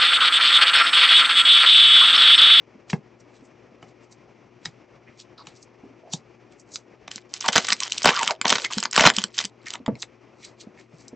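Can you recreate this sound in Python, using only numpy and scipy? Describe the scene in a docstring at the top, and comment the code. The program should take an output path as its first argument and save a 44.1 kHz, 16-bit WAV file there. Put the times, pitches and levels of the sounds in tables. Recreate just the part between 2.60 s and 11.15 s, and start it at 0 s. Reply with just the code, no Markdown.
"""A foil pack of trading cards is torn open: it buckles in sharp snaps over fine crackle as its seam rips.
Before that, gloved hands flip through cards and drop them on a thudding pile; after it, they pull the
new cards out. Card edges tick, and their faces slide and squeak. The room is small and dry, with a
humming fan, heard close up by a desk microphone with little treble that the loudest snaps overload."""
import sys
import numpy as np
from scipy import signal
from scipy.fft import rfft, irfft
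from scipy.io import wavfile

SR = 44100
rng = np.random.default_rng(int(sys.argv[2]) if len(sys.argv) > 2 else 0)


def wrap_up_sound(samples):
    """Save the sound to the file named by the first command line argument, as 16-bit audio."""
    columns = np.atleast_2d(samples).T
    # keep every value between -1 and 1, then stretch to whole-number steps
    tamed = np.clip(columns, -1, 1)
    steps = np.round(tamed * 32767).astype(np.int16)
    wavfile.write(sys.argv[1], SR, steps)


N = 377055
MS = SR // 1000  # samples per millisecond
MIC_HZ, LARGE_FACET_HZ = 8050, 2060  # the microphone's treble limit; the pitch of a large foil facet


# Large creases buckling: start_s, level_db, pitch_hz
CREASES = [(4.480, -27, 1960), (4.515, -24, 3340), (4.559, -23.5, 4700), (4.739, -17, 4900),
           (4.809, -18, 6200), (4.861, -19, 2700), (4.883, -10.5, 5400), (4.887, -5, 1900),
           (4.93, -15.5, 4530), (4.959, -2, 2050), (4.966, -6, 2040), (4.980, -4, 1466), (5.049, -19, 3000),
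           (5.069, -20.5, 5600), (5.087, -11.5, 3270), (5.104, -11, 3400), (5.124, -5, 2790),
           (5.1307, -8.5, 4600), (5.204, -13.5, 4500), (5.234, -13, 4560), (5.321, -10.5, 4630),
           (5.331, -25.5, 4730), (5.381, -14, 4340), (5.432, -16, 6040), (5.446, -8, 1480),
           (5.458, 2.5, 1840), (5.474, -6, 2320), (5.49, -4.5, 1464), (5.565, -16, 3200),
           (5.592, -14, 2670), (5.631, -11.5, 2570), (5.677, -8, 3160), (5.814, -11.5, 2780),
           (5.855, -8, 1670), (5.881, -10, 4930), (5.895, -9, 3740), (5.903, -4, 3400), (5.907, -10, 2640),
           (5.926, -5, 1164), (5.938, -20, 2400), (5.958, -13.5, 2160), (5.984, -16.5, 2830),
           (6.048, -13, 3530), (6.109, -31.5, 1390), (6.125, -21.5, 3770), (6.134, -17.5, 4700),
           (6.183, -13, 2890), (6.203, -18, 5100), (6.228, -15.5, 3400), (6.2375, -15.5, 3500),
           (6.255, -12.5, 2720), (6.312, -22.5, 6400), (6.3312, -15.5, 3380), (6.363, -6, 2870),
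           (6.378, -3.5, 1850), (6.4087, -3.5, 1760), (6.4402, -5.5, 1850), (6.464, -3, 1760),
           (6.473, 2, 2010), (6.501, -6, 2440), (6.566, -12.5, 4830), (6.585, -9.5, 3420),
           (6.6395, -10, 3440), (6.782, -13.5, 3930), (6.789, -8.5, 3065), (6.812, -21, 3450),
           (6.841, -23, 3730), (6.852, -16, 4870), (7.084, -28, 4450), (7.105, -21, 4660),
           (7.138, -21, 4160), (7.155, -25, 2730), (7.263, -24.5, 2570)]
def foil_snaps(trim_db=-2):
    """Each large crease flips over with one sharp snap."""
    starts, db, hz = np.transpose(CREASES)
    return clicks(starts, db + trim_db, hz, mode_spread(hz), cycles=0.4, ring_s=0.00049, slip_db=-7.5)


def pack_jolts(jolt_db=-22, db_per_octave=-23):
    """Each snap shakes the whole pack with a low thud, weaker for small, high facets."""
    out = np.zeros(N)
    for start, db, hz in CREASES:
        level_db = db + jolt_db + db_per_octave * max(np.log2(hz / LARGE_FACET_HZ), 0)
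        add(out, start, undb(level_db) * thud(hz=240, swell_s=0.0045, rustle_db=-4.5))
    return out


# Fingers bending the foil: start_s, length_s, level_db
BENDS = [(4.506, 0.08, -47.5), (4.733, 0.047, -43), (4.804, 0.1, -38), (4.921, 0.086, -29.5),
         (4.956, 0.03, -23.5), (5.01, 0.083, -37.5), (5.084, 0.045, -31.5), (5.154, 0.06, -49.5),
         (5.214, .065, -36), (5.295, 0.15, -39.5), (5.453, .055, -20.5), (5.505, 0.22, -33),
         (5.864, .11, -28.5), (5.979, 0.088, -37.5), (6.107, 0.092, -38.5), (6.204, 0.061, -46),
         (6.341, .034, -28.5), (6.377, .12, -20), (6.451, 0.021, -12), (6.536, 0.11, -38),
         (6.741, 0.12, -43.5), (6.779, 0.038, -31), (7.056, 0.1, -46)]
def foil_crinkle(light_db=-37.5, light_hz=4056, db_per_octave=27.5, stir_s=0.041):
    """Each bend sets off fine crackle and a few small snaps inside a faint, longer rustle."""
    out = np.zeros(N)
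    for start, length, db in BENDS:
        # A harder bend buckles larger, lower facets.
        hz = light_hz * 2 ** (-max(db - light_db, 0) / db_per_octave)
        fine = crackle(length, facet_pitches(hz, 0.45, count=56),
                       octaves=0.7, scatter_db=-2, cycles=0.41, ring_s=0.00045)
        coarse = crackle(length, facet_pitches(hz, 0.3, count=6),
                         octaves=0.55, scatter_db=4.5, cycles=0.32, ring_s=0.00031)
        rustle = crackle(length + 2 * stir_s, facet_pitches(hz, 0.36, count=40),
                         octaves=0.41, scatter_db=1.5, cycles=0.4, ring_s=0.00063)
        add(out, start, undb(db - 2) * fine)
        add(out, start, undb(db - 3.5) * coarse)
        add(out, start - stir_s, undb(min(db, light_db) - 18) * rustle)
    return out


# Resonances of the foil pouch: centre_hz, width_octaves, added_gain
POUCH_RESONANCES = [(815, 0.48, 0.86), (3080, 0.052, 0.37), (5080, 0.037, 0.11)]
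def pouch(foil):
    """The pouch colours its own snaps and crackle and carries little bass."""
    resonance = sum(gain * band(foil, hz, octaves) for hz, octaves, gain in POUCH_RESONANCES)
    return thin(foil + resonance, hz=129)


# Runs of the tear along the seam: start_s, length_s, level_db, start_pitch_hz, end_pitch_hz
TEARS = [(4.841, 0.029, -29, 1120, 860), (4.895, 0.027, -43.5, 560, 380), (5.083, .05, -36.5, 1250, 1000),
         (5.209, .035, -40, 1020, 1150), (5.464, .092, -28, 870, 1280), (5.557, 0.084, -27, 1410, 804),
         (5.686, 0.036, -26.5, 1210, 622), (5.843, 0.067, -33, 945, 730), (5.95, .11, -43, 705, 360),
         (6.043, 0.019, -27, 2510, 2120), (6.103, .022, -36.5, 1070, 1150),
         (6.336, 0.04, -34.5, 1020, 1040), (6.378, .1, -26.5, 864, 533)]
def seam_rip(overtone_db=-8.5, slacken_db=-5.5, ruptures=48):
    """The seal gives way in quick ruptures that ring the taut foil; each run fades as the pull slackens."""
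    out = np.zeros(N)
    for start, length, db, start_hz, end_hz in TEARS:
        pitches = np.geomspace(start_hz, end_hz, ruptures) * 2 ** (0.054 * rng.standard_normal(ruptures))
        flap = crackle(length, pitches, octaves=0.09, scatter_db=6.5,
                       cycles=3.5, ring_s=0.00045, fade_db=slacken_db)
        overtone = crackle(length, 2.2 * pitches, octaves=0.38, scatter_db=0.5,
                           cycles=1.8, ring_s=0.00022, fade_db=slacken_db)
        add(out, start, undb(db) * flap)
        add(out, start, undb(db + overtone_db) * overtone)
    return thin(out, hz=300)


# Card edges flicking: start_s, level_db, pitch_hz
FLICKS = [(0.3006, -18, 3460), (4.158, -13.5, 3910), (7.354, -30.5, 723), (7.4238, -13, 5760),
          (7.429, -19, 2310), (7.849, -25, 4660), (8.4817, -27.5, 6060)]
def card_ticks(trim_db=-8, widen=1.26):
    """An edge flicks off the other cards with a dry tick."""
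    starts, db, hz = np.transpose(FLICKS)
    spread = widen * mode_spread(hz)
    return clicks(starts, db + trim_db, hz, spread, cycles=0.19, ring_s=0.00092, slip_db=-6.5)


# Strokes of card over card: peak_s, swell_s, level_db, pitch_hz
STROKES = [(0.307, 0.0063, -36.5, 3700), (.605, 0.0059, -56, 6030), (.76, 0.034, -61.5, 3800),
           (.855, 0.009, -58, 6500), (1.29, 0.012, -59.5, 4500), (1.439, 0.011, -60.5, 6030),
           (1.524, 0.0069, -49.5, 5600), (2.066, 0.014, -46.5, 3000), (2.602, 0.0095, -41, 4600),
           (2.885, .022, -52, 2700), (2.97, 0.016, -54, 5430), (3.028, 0.0073, -48, 6050),
           (3.925, 0.0079, -56, 3800), (4.0, 0.0074, -51, 6300), (4.148, 0.013, -36, 5840),
           (7.408, 0.013, -44.5, 5470), (7.85, 0.019, -44, 4720), (8.013, 0.0078, -39.5, 4350),
           (8.2, 0.018, -56, 4500), (8.41, 0.033, -57, 5450)]
def card_slides():
    """Card faces rub in a brief hiss, narrower when it is higher."""
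    out = np.zeros(N)
    for peak, swell, db, hz in STROKES:
        hiss = rub(swell, 0.96 * swell, hz, octaves=min(0.62 * (4000 / hz) ** 2, 0.8))
        add(out, peak - len(hiss) / 2 / SR, undb(db) * hiss)
    return out


# Judders over a glossy face: start_s, length_s, level_db, start_pitch_hz, end_pitch_hz
JUDDERS = [(2.467, 0.03, -54.5, 1950, 2280), (2.776, .05, -53, 4500, 4120), (2.78, .045, -50, 1300, 940),
           (3.231, .08, -53.5, 318, 275), (3.418, 0.15, -54, 640, 720), (7.061, 0.022, -38.5, 2185, 1960),
           (7.137, .02, -40, 1320, 880), (7.824, 0.032, -52.5, 2300, 2310),
           (8.174, 0.029, -55.5, 2056, 2070)]
def card_squeaks(slips=24):
    """A card or a glove sticks and slips in a short, gliding squeak."""
    out = np.zeros(N)
    for start, length, db, start_hz, end_hz in JUDDERS:
        squeak = crackle(length, np.geomspace(start_hz, end_hz, slips),
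                         octaves=0.12, scatter_db=4.3, cycles=1.2, ring_s=0.00058, fade_db=-1.5)
        add(out, start, undb(db) * squeak)
    return out


# Cards landing on the pile: start_s, slap_db, slap_pitch_hz, thud_db, skid_db
DROPS = [(0.331, -13, 1040, -18.5, -42), (1.227, -30, 1050, -44, -58), (2.0562, -14, 3070, -41.5, -45),
         (2.87, -26.5, 2960, -50.5, -71), (3.535, -12.5, 5490, -29.5, -30.5)]
def card_drops(trim_db=-5.5, widen=1.43, clap_db=-22):
    """A dropped card slaps the pile, claps out the air beneath it and skids to rest."""
    starts, slaps, hz, _, skids = np.transpose(DROPS)
    spread = np.minimum(widen * mode_spread(hz), 0.85)
    out = clicks(starts, slaps + trim_db, hz, spread, cycles=0.21, ring_s=0.0018, slip_db=-10.5)
    for start, slap_db, skid_db in zip(starts, slaps, skids):
        skid = rub(rise_s=0.0071, fall_s=0.011, hz=5000, octaves=0.34)
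        add(out, start - len(skid) / 2 / SR, undb(skid_db) * skid)
        add(out, start, undb(slap_db + clap_db) * thud(hz=844, swell_s=0.0021, rustle_db=-5.5))
    return out


def table_thuds():
    """The table thuds under each landing card."""
    out = np.zeros(N)
    for start, _, _, db, _ in DROPS:
        add(out, start, undb(db) * thud(hz=167.8, swell_s=0.0068, rustle_db=-5.5))
    return out


# Soft bumps of the hands on the deck or pack, and further low jolts of the pack under the loudest snaps:
# start_s, level_db, pitch_hz
BUMPS = [(0.15, -42.5, 243), (.821, -44.5, 262), (1.116, -51, 228), (2.071, -43.5, 128),
         (3.232, -39.5, 252), (4.556, -46, 235), (5.47, -27, 174), (6.168, -26, 221), (6.453, -19.5, 150),
         (6.464, -20.5, 470), (6.577, -27.5, 213), (6.637, -35.5, 213), (6.843, -37.5, 219),
         (7.199, -36.5, 252), (7.283, -18, 228), (7.317, -33, 133), (8.066, -40, 236.6),
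         (8.333, -45.5, 157), (8.527, -36, 257)]
def soft_bumps(swell_cycles=1.74):
    """Soft, dull bumps of the hands and of the jolted pack; the lower ones swell more slowly."""
    out = np.zeros(N)
    for start, db, hz in BUMPS:
        add(out, start, undb(db) * thud(hz, swell_cycles / hz))
    return out


# Modes of the card stack: pitch_hz, level_db, t60_s
STACK_MODES = [(224, -9.5, 0.1), (287, 7, 0.17), (437, 0, 0.13), (652, 2.5, 0.066), (862, 3, 0.098),
               (1319, -53, 0.092), (1588, -56, 0.15)]
# The stack jolting free of the wrapper: start_s, level_db
STACK_JOLTS = [(7.2798, -28), (7.3058, -48)]
def stack_knocks(slap_db=1.5, size=8192):
    """The jolted stack knocks with a dull slap and rings its own modes."""
    out, t = np.zeros(N), np.arange(size) / SR
    ring = sum(undb(db - 60 * t / t60) * np.sin(2 * np.pi * hz * t) for hz, db, t60 in STACK_MODES)
    slap = noise(size, hz=450, octaves=0.72) * np.exp(-t / 0.011)
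    for start, db in STACK_JOLTS:
        add(out, start, undb(db) * (ring + undb(slap_db) * slap))
    return out


def gloves(level_db=-63, swell_db=7):
    """Gloves shift on the cards with a dull, uneven rustle."""
    grip = undb(swell_db * np.tanh(1.8 * noise(N, hz=3.1, octaves=0.85)))
    return undb(level_db) * unit(grip * noise(N, hz=290, octaves=0.91))


# Tone of the fan's air noise: frequency_hz, relative_level_db
AIR_TONE = [(25, -44.5), (55, -15.5), (85, -19.5), (120, -7), (160, -13), (240, -10), (360, -8.5),
            (550, -14), (900, -18.5), (1250, -19.5), (1550, -24), (2350, -20), (3800, -35.5), (5800, -33),
            (8700, -53.5)]
# Its lean to the left: frequency_hz, left_minus_right_db
AIR_BALANCE = [(60, 6), (100, 6.5), (180, 1), (310, 11), (540, 11), (930, 7), (1600, 1), (2780, 0),
               (4800, 0.5), (8300, -3)]
def fan_air(level_db=-55.5, width=0.17, waver_db=1.8):
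    """A fan off to the left blows soft, wavering air noise."""
    hz = np.maximum(np.arange(N // 2 + 1) * SR / N, 1)
    mid, side = (rfft(rng.standard_normal(N)) * undb(lookup(AIR_TONE, hz)) for _ in range(2))
    balance = undb(opposed(lookup(AIR_BALANCE, hz)) / 2)
    air = irfft((mid + width * opposed(side)) * balance, N)
    waver = undb(waver_db * noise(N, hz=5, octaves=1))
    return undb(level_db) * waver * air / np.std(air.mean(axis=0))


# Tones of the mains hum: pitch_hz, level_db, left_minus_right_db
HUM_TONES = [(118.8, -64, 4), (230, -68.5, 1.5), (360, -67, 16.5)]
def fan_hum():
    """The fan hums with the mains in steady, low tones."""
    t = np.arange(N) / SR
    return sum(undb(db + opposed(pan_db) / 2) * np.sqrt(2) * np.sin(2 * np.pi * (hz * t + rng.random()))
               for hz, db, pan_db in HUM_TONES)


# The room's decay: frequency_hz, t60_s
ROOM_DECAY = [(150, 0.13), (500, 0.17), (1400, 0.068), (3700, 0.068), (8000, 0.068)]
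def room(x, wet_db, width, size=8192):
    """Close reflections from the table and boxes die quickly, the lows last."""
    t, tail = np.arange(size) / SR, 0
    for hz in 125 * 2.0 ** np.arange(7):
        mid, side = (noise(size, hz, octaves=0.3) for _ in range(2))
        decay = undb(-60 * t / lookup(ROOM_DECAY, hz))
        tail = tail + np.sqrt(hz / SR) * (mid + width * opposed(side)) * decay
    onset = 1 - np.exp(-(t / 0.0018) ** 2)
    reflections = signal.fftconvolve(x[None], tail * onset / np.sqrt(MS), axes=1)[:, :N]
    return x + undb(wet_db) * reflections


def mic_ports(x, side_db, size=96):
    """The two microphone ports hear a close source with slightly different colour."""
    ripple = unit(rng.standard_normal(size)) / np.sqrt(size)
    return undb(side_db) * opposed(np.convolve(x, ripple)[:N])


def facets(hz, octaves, cycles, ring_s, modes=11, size=320):
    """One click per pitch: a stiff facet briefly rings its modes. 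Each holds 1 ms of unit power."""
    t = np.arange(size) / SR
    place, strength, phase = rng.random((len(hz), 3, modes)).transpose(1, 0, 2)[..., None]
    offset = 4 * (np.arange(modes)[:, None] + place) / modes - 2
    mode_hz = hz[:, None, None] * 2 ** (offset * np.reshape(octaves, (-1, 1, 1)))
    life_s = cycles / mode_hz + ring_s
    tilt = (mode_hz / MIC_HZ) ** 0.45 * (mode_hz < MIC_HZ)
    weight = (0.25 + strength ** 2) * np.exp(-offset ** 2 / 5) * tilt / np.sqrt(life_s)
    click = np.sum(weight * np.exp(-t / life_s) * np.sin(2 * np.pi * (mode_hz * t + phase)), axis=1)
    click *= 1 - np.exp(-1.3 * t * hz[:, None])  # big facets flip more slowly
    return click / np.sqrt(np.sum(click ** 2, axis=1, keepdims=True) / MS + 1e-18)


def facet_pitches(hz, octaves, count):
    """Pitches of facets of mixed sizes."""
    return np.minimum(hz * 2 ** (octaves * rng.standard_normal(count)), MIC_HZ)


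def mode_spread(hz):
    """Spread of a facet's modes in octaves: small, high facets ring closer modes."""
    return np.clip(1.08 - 0.47 * np.log2(hz / LARGE_FACET_HZ), 0.25, 1.35)


def clicks(starts, db, hz, octaves, cycles, ring_s, slip_db):
    """Single clicks, each led by a softer slip up to 4 ms earlier."""
    out = np.zeros(N)
    leads_s = rng.uniform(0.00053, 0.0039, len(starts))
    hits, slips = (facets(hz, octaves, cycles, ring_s) for _ in range(2))
    for start, gain, lead, hit, slip in zip(starts, undb(db), leads_s, hits, slips):
        add(out, start, gain * hit)
        add(out, start - lead, gain * undb(slip_db) * slip)
    return out


def crackle(length_s, hz, octaves, scatter_db, cycles, ring_s, fade_db=0):
    """An uneven run of tiny clicks of scattered sizes, one per pitch; rms 1 over its length."""
    count = len(hz)
    progress = (np.arange(count) + rng.random(count)) / count
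    sizes = undb(scatter_db * np.minimum(rng.exponential(size=count), 3) + fade_db * progress)
    grains = sizes[:, None] * facets(hz, octaves, cycles, ring_s)
    positions = (progress * length_s * SR).astype(int)[:, None] + np.arange(grains.shape[1])
    run = np.bincount(positions.ravel(), grains.ravel())
    return run / np.sqrt(np.sum(run ** 2) / (length_s * SR))


def rub(rise_s, fall_s, hz, octaves, grit_db=4, size=16384):
    """Gritty hiss of card on card that swells to a peak halfway through and dies."""
    t = (np.arange(size) - size // 2) / SR
    catches = np.repeat(undb(grit_db * rng.standard_normal(size // MS + 1)), MS)[:size]
    stroke = np.exp(-np.abs(t / np.where(t < 0, rise_s, fall_s)) ** 0.87)
    return stroke * unit(band(rng.standard_normal(size) * catches, hz, octaves))


def thud(hz, swell_s, rustle_db=-8, sag=0.064, size=8192):
    """A soft contact swells into a few rough cycles that sag as the push eases."""
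    age = np.arange(size) / SR / swell_s
    pitch = hz * np.exp(-sag * (np.minimum(age, 4) - 1))
    body = np.sqrt(2) * np.sin(2 * np.pi * np.cumsum(pitch) / SR)
    rustle = undb(rustle_db) * noise(size, 1.07 * hz, octaves=0.67)
    return (age * np.exp(1 - age)) ** 2 * (body + rustle)


def thin(x, hz):
    """A small, light sheet radiates little bass."""
    return signal.sosfilt(signal.butter(2, hz, "high", fs=SR, output="sos"), x)


def band(x, hz, octaves):
    """Bell-shaped filter on a log-frequency axis."""
    freqs = np.maximum(np.arange(len(x) // 2 + 1) * SR / len(x), 1)
    return irfft(rfft(x) * np.exp(-(np.log2(freqs / hz) / (2 * octaves)) ** 2), len(x))


def noise(size, hz, octaves):
    """A band of noise at rms 1."""
    return unit(band(rng.standard_normal(size), hz, octaves))


def lookup(points, hz):
    """Read (frequency_hz, value) points on a log-frequency axis."""
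    freqs, values = np.transpose(points)
    return np.interp(np.log(hz), np.log(freqs), values)


def opposed(x):
    """Plus on the left, minus on the right."""
    return np.array([[1], [-1]]) * x


def undb(db):
    """Decibels to gain."""
    return 10 ** (np.asarray(db) / 20)


def unit(x):
    """Scale to rms 1."""
    return x / np.sqrt(np.mean(x ** 2) + 1e-18)


def add(track, start_s, sound):
    """Mix a sound into a track."""
    i = int(np.clip(start_s * SR, 0, N - 1))
    track[i:i + len(sound)] += sound[:N - i]


def scene():
    """Foil, cards and thuds in the middle, the fan behind them."""
    foil = pouch(foil_snaps() + foil_crinkle()) + seam_rip()
    cards = card_ticks() + card_slides() + card_squeaks() + card_drops()
    close = room(foil, wet_db=-15, width=0.083) + room(cards, wet_db=-11.5, width=0.11)
    close += mic_ports(foil + cards, side_db=-19)
    thuds = table_thuds() + soft_bumps() + pack_jolts() + stack_knocks()
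    return close + room(thuds, wet_db=-16.5, width=0.3) + gloves() + fan_air() + fan_hum()


def record(dry, ceiling_db=-1.2, top_hz=16000):
    """The loudest snaps overload the dull microphone; what still overshoots clips and splashes higher."""
    rounded = dry / (1 + (dry / undb(ceiling_db)) ** 12) ** (1 / 12)
    dulled = signal.sosfilt(signal.butter(20, MIC_HZ, fs=SR, output="sos"), rounded)
    clipped = np.clip(dulled, -1, 1)
    return signal.sosfilt(signal.ellip(8, 0.2, 70, top_hz, fs=SR, output="sos"), clipped)


dry = scene()
out = record(dry)
wrap_up_sound(out)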